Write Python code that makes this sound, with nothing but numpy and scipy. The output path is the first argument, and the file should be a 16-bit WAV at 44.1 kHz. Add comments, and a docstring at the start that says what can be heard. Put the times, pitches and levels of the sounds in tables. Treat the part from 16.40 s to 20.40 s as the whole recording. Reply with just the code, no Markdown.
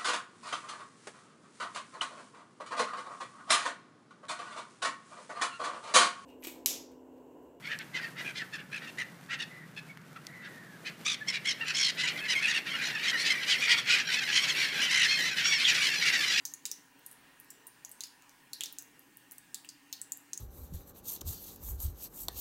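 """A cat drinking at a bathroom sink

A cat laps and licks up water, close to the microphone. Each wet click is a film of water
snapping and briefly ringing two small air pockets of tongue and mouth; tiny droplets burst in
between. Counter and mirror reflect the clicks into a small hard room, over a faint
ventilation drone and mains hum."""
import sys
import numpy as np
from scipy import signal
from scipy.fft import rfft, irfft
from scipy.io import wavfile
from scipy.ndimage import uniform_filter1d

SR = 44100
rng = np.random.default_rng(int(sys.argv[2]) if len(sys.argv) > 2 else 0)


def unload_wav(signal):
    """Save mono or channel-first audio to the path in sys.argv[1] as 16-bit WAV at rate SR, clipped to [-1, 1]."""
    wavfile.write(
        sys.argv[1],
        SR,
        np.round(np.clip(np.atleast_2d(signal).T, -1, 1) * 32767).astype(np.int16),
    )


N = 176400  # 4 seconds
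TOP_HZ = 16000  # the highest pitch let through


def amp(db):
    """Turns decibels (dB) into a number to multiply a sound by."""
    return 10 ** (np.asarray(db) / 20)


def unit_rms(x):
    """Scales a lasting sound to an average level (rms) of 1."""
    return x / np.sqrt(np.mean(x ** 2) + 1e-20)


def unit_energy(x):
    """Scales a short sound to a total energy of 1."""
    return x / (np.linalg.norm(x) + 1e-12)


def at_pitch(points, hz):
    """Looks up a value by pitch, sliding between the rows of a table."""
    pitches, values = np.transpose(points)
    return np.interp(np.log(hz + 1), np.log(pitches + 1), values)


def fade(points):
    """Turns rows of seconds and dB into a volume for every sample."""
    return amp(np.interp(np.arange(N) / SR, *np.transpose(points)))


def add(mix, start_s, sound):
    """Mixes a sound in at its start time."""
    part = mix[max(round(start_s * SR), 0):][:len(sound)]
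    part += sound[:len(part)]


def noise_band(hz, width_hz):
    """Noise gathered around one pitch; the narrower, the more like a tone."""
    freqs = np.fft.rfftfreq(N, 1 / SR)
    spectrum = rfft(rng.standard_normal(N)) / (1 + (2 * (freqs - hz) / width_hz) ** 2)
    return unit_rms(irfft(spectrum, N))


# The tone of the background hiss. Each row: pitch in Hz, relative level in dB.
AIR_TONE = [(25, -15.5), (60, -25), (100, -30), (125, -1), (330, -1.5), (450, -4.5), (620, -10.5),
            (850, -6), (1250, -8), (1700, -4.5), (2200, -7.5), (2900, -6.5), (3500, -13), (7000, -13.5),
            (9500, -12.5), (11000, -18.5), (16000, -14.5)]


def still_air(level_db=-63.5, drift_db=2.5):
    """Room air and microphone hiss, with patches of pitch drifting slightly louder and softer."""
    hz = np.fft.rfftfreq(2048, 1 / SR)
    real, imag, drift = rng.standard_normal((N // 512 + 5, len(hz), 3)).T
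    drift = uniform_filter1d(drift, size=16, axis=0)  # smooth across pitch
    drift = unit_rms(uniform_filter1d(drift, size=8, axis=1))  # and across time
    spectrum = (real + 1j * imag) * amp(at_pitch(AIR_TONE, hz)[:, None] + drift_db * drift)
    hiss = signal.istft(spectrum, nperseg=2048, noverlap=1536)[1][:N]
    return amp(level_db) * unit_rms(hiss)


# How the rush swells. Each row: time in seconds, level in dB.
RUSH_LEVELS = [(0, -94), (.55, -76), (.85, -63.5), (1.1, -74.5), (1.6, -72), (2.2, -78), (4, -81)]


def rush():
    """A soft, broad rushing noise that swells and sinks."""
    return fade(RUSH_LEVELS) * noise_band(1740, width_hz=4300)


# A low drone wavers at random in loudness, while a whir and a whine slowly swell and sink.
# Each row: time in seconds, level in dB.
DRONE_WAVER = [(0, -69), (.4, -74.5), (.56, -68.5), (.73, -84), (.9, -70), (1.25, -81), (1.85, -77.5),
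               (2.25, -69.5), (2.45, -73.5), (2.62, -71.5), (2.95, -68.5), (3.15, -80), (3.28, -69),
               (4, -71)]
WHIR_LEVELS = [(0, -74), (1.0, -77), (2.0, -72), (2.4, -88), (4, -78.5)]
WHINE_LEVELS = [(0, -72), (.6, -74.5), (.9, -69.5), (1.5, -75.5), (2.3, -76), (2.6, -73.5), (4, -73)]
# The pitches at which the air duct rings. Each row: pitch in Hz, width in Hz, level in dB.
DUCT_RINGS = [(818, 49, -83), (940, 26, -84), (1469, 9.2, -84.5), (1656, 20, -79.5), (2796, 18, -80)]


def ventilation(throb_db=2, throbs_per_s=16):
    """The ventilation makes a throbbing low drone, a whir, a thin whine and a ringing in its duct."""
    throb = amp(throb_db * noise_band(throbs_per_s, throbs_per_s))
    drone = fade(DRONE_WAVER) * unit_rms(throb * noise_band(284.6, width_hz=25.4))
    whir = fade(WHIR_LEVELS) * noise_band(978, width_hz=160)
    whine = fade(WHINE_LEVELS) * noise_band(1838, width_hz=80)
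    duct = sum(amp(db) * noise_band(hz, width_hz) for hz, width_hz, db in DUCT_RINGS)
    return drone + whir + whine + duct


# The steady tones of the hum. Each row: pitch in Hz, level in dB.
HUM_TONES = [(60, -91.5), (120, -84), (261, -81.5)]


def hum():
    """Mains electricity hums on two low tones, with a third steady tone above them."""
    t = np.arange(N) / SR
    return sum(amp(db) * unit_rms(np.sin(2 * np.pi * (hz * t + rng.random()))) for hz, db in HUM_TONES)


# How long the room rings. Each row: pitch in Hz, seconds to fade by 60 dB.
ROOM_FADE_TIMES = [(1000, 0.47), (3700, 0.32), (6500, 0.29), (15000, 0.31)]
# The tone of the room's echo. Each row: pitch in Hz, relative level in dB.
ROOM_TONE = [(1000, -4.5), (4000, 3), (7000, -1), (10000, -0.5), (15000, -6.5)]


def bathroom_echo(sound, level_db=-6.5, build_s=0.00088):
    """Hard walls blur a sound into a dense tail that dies faster at high pitches."""
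    hz, t, noise = signal.stft(rng.standard_normal(SR // 2), SR, nperseg=256)
    fall_db = -60 * t / at_pitch(ROOM_FADE_TIMES, hz)[:, None]
    tone_db = at_pitch(ROOM_TONE, hz)[:, None]
    tail = signal.istft(noise * amp(fall_db + tone_db), SR, nperseg=256)[1]
    tail *= 1 - np.exp(-np.arange(len(tail)) / SR / build_s)
    return amp(level_db) * signal.fftconvolve(sound, unit_energy(tail))[:N]


def early_echoes(sound, near_s=0.0026, walls_s=0.006, spread_s=0.0034):
    """Sound scatters first off the nearby counter and cat, then off the mirror and walls."""
    t = np.arange(1024) / SR
    near = rng.standard_normal(len(t)) * np.exp(-t / near_s) * np.tanh(2 * t / near_s)
    walls = rng.standard_normal(len(t)) * np.exp(-((t - walls_s) / spread_s / 2) ** 2)
    near, walls = (unit_energy(signal.fftconvolve(sound, echo)[:len(sound)]) for echo in (near, walls))
    return np.linalg.norm(sound) * (amp(-4) * near + amp(-8) * walls)


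def air_pocket(hz, ring_cycles=2.17, size=512, glide_octaves=0.045, glide_s=0.0011):
    """A small pocket of air rings for a few cycles, rising in pitch as it shrinks."""
    t = np.arange(size) / SR
    pitch = hz * 2 ** (glide_octaves * (.5 - np.exp(-t / glide_s)))
    cycles = np.cumsum(np.minimum(pitch, SR / 2)) / SR
    loudness = (1 - np.exp(-cycles)) * np.exp(-cycles / ring_cycles)
    return unit_energy(loudness * np.sin(2 * np.pi * cycles))


def film_snap(hz, size=512, spray_s=0.00038):
    """A film of water tears with one pulse and a short spray, mostly around hz and above."""
    tear = 0.42 * rng.standard_normal(size) * np.exp(-np.arange(size) / SR / spray_s)
    tear[0] += 1  # the pulse
    low_cut = signal.butter(6, min(0.79 * hz, TOP_HZ), "high", fs=SR)
    bright = signal.lfilter(*low_cut, tear)
    return unit_energy(bright + amp(-25) * tear)  # a faint low end leaks through


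def crackle(low_hz, high_hz, count=9, mean_wait_s=.011, scatter_octaves=0.21):
    """Smaller films burst at scattered pitches just after a click; later ones are softer."""
    out = np.zeros(4096)
    bursts = zip(rng.exponential(1, count), rng.random(count), rng.standard_normal(count))
    for wait, place, detune in bursts:
        hz = low_hz * (high_hz / low_hz) ** place * 2 ** (scatter_octaves * detune)
        add(out, wait * mean_wait_s, np.exp(-wait / 2) * (air_pocket(hz) + film_snap(high_hz)))
    return unit_energy(out)


# Tiny bursting droplets. Each row: start in seconds, pitch in Hz, energy in dB.
DROPLETS = [(.1175, 13900, -34), (0.5933, 14000, -37), (.729, 11500, -30), (1.046, 14000, -35),
            (1.494, 13000, -28), (1.626, 12100, -35), (1.672, 14200, -34), (1.8227, 6800, -34.5),
            (1.8945, 6500, -32.5), (2.41, 13100, -32), (2.4238, 14800, -24), (2.5942, 12800, -28),
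            (2.7712, 13700, -24), (3.2545, 8500, -35), (3.7733, 13300, -23)]


def droplets():
    """Droplets burst between the laps, each a ring and a snap that echo in the room."""
    out = np.zeros(N)
    for start_s, hz, db in DROPLETS:
        add(out, start_s, amp(db) * unit_energy(air_pocket(hz) + film_snap(hz * 0.77)))
    return out + bathroom_echo(out)


# The wet clicks of the tongue. Each row: start in seconds, low pocket's pitch in Hz, its energy in dB,
# high pocket's pitch in Hz, its energy in dB, snap's energy in dB, boost of echoes and crackle in dB.
TONGUE_CLICKS = [(0.053, 6170, -12, 7040, -12.5, -12.5, 0), (0.0647, 6300, -31, 9000, -25, -25, -9),
                 (.138, 6770, -16, 13600, -27, -22, -5.5), (0.2543, 3730, -22, 7140, -11.5, -16, 2.5),
                 (0.2622, 8500, -29, 9500, -20.5, -43, 5.5), (.315, 6090, -13, 6700, -16.5, -18, -2.5),
                 (0.6631, 8900, -30, 12000, -20.5, -28.5, 4), (.7132, 9300, -32, 12730, -34, -35, 5.5),
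                 (1, 10300, -42, 13100, -26, -34, 2.5), (1.104, 7540, -30.5, 9400, -30, -28, 4),
                 (1.269, 9350, -27, 13700, -24.5, -28.5, 3.5), (1.449, 6610, -22, 7000, -22.5, -22, -2.5),
                 (1.5152, 8550, -28, 11600, -34, -29.5, 4.5), (1.607, 4030, -23, 6530, -14, -23.5, 2),
                 (1.6367, 4900, -21.5, 6600, -17, -24.5, 3), (2.1328, 4310, -19.5, 7660, -18, -19, 1.5),
                 (2.2082, 3270, -11.5, 7200, -16, -14.5, -4), (2.2153, 3000, -22, 3480, -21, -29, 0),
                 (2.2362, 3560, -20, 7100, -16.5, -15.5, -0.5), (2.2584, 3900, -30.5, 6200, -17.5, -21, 2),
                 (2.3263, 12100, -33, 14700, -20, -23, 0), (2.3857, 6570, -20, 7440, -17.5, -21, -0.5),
                 (2.9118, 6650, -38, 10300, -31, -25, -12), (2.919, 10350, -38, 11900, -23.5, -23.5, 4.5),
                 (2.9823, 8280, -23.5, 12900, -33, -28, -5), (3.1449, 4600, -23.5, 7560, -14, -20.5, 0.5),
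                 (3.247, 2710, -33.5, 14600, -51, -37, 1.5), (3.2896, 4830, -26, 7800, -23, -32, 2.5),
                 (3.2913, 5230, -34, 6500, -28, -35, 0), (3.5276, 4240, -25, 6750, -12.5, -17.5, 1.5),
                 (3.6156, 7760, -15.5, 7840, -26, -17, -5), (3.7208, 7340, -9.5, 13000, -29, -19, -5),
                 (3.9331, 6560, -10.5, 7320, -15.5, -21.5, -4.5), (3.9762, 6700, -14, 7500, -32, -18, -7)]


def lapping(low_ring_s=0.00084, smack_ring_s=0.00054, size=4096):
    """At each click a water film snaps and rings two air pockets; crackle and echoes follow."""
    out = np.zeros(N)
    for start_s, low_hz, low_db, high_hz, high_db, snap_db, boost_db in TONGUE_CLICKS:
        low = amp(low_db) * air_pocket(low_hz, low_ring_s * low_hz, size)
        high = amp(high_db) * air_pocket(high_hz, size=size)
        snap = amp(snap_db) * film_snap(low_hz, size)
        click = low + high + snap
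        bursts = amp(boost_db - 10) * np.linalg.norm(click) * crackle(low_hz, high_hz)
        # The room hears the low pocket as a briefer smack.
        smack = amp(low_db) * air_pocket(low_hz, smack_ring_s * low_hz, size)
        # The high pocket beams at the microphone, while the snap scatters into the room.
        into_room = amp(boost_db) * (amp(1) * smack + amp(-6.5) * high + amp(2.5) * snap) + bursts
        add(out, start_s, click + bursts + early_echoes(into_room))
        add(out, start_s, bathroom_echo(into_room))
    return out


def scene():
    """The drinking cat over the quiet background of the bathroom, in one channel."""
    return (lapping() + droplets() + still_air() + rush() + ventilation() + hum())[None]


def record(dry):
    """Cuts away the very highest pitches."""
    high_cut = signal.firwin(255, TOP_HZ, window=("kaiser", 8), fs=SR)
    return signal.oaconvolve(dry, high_cut[None], "same")


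dry = scene()
out = record(dry)
unload_wav(out)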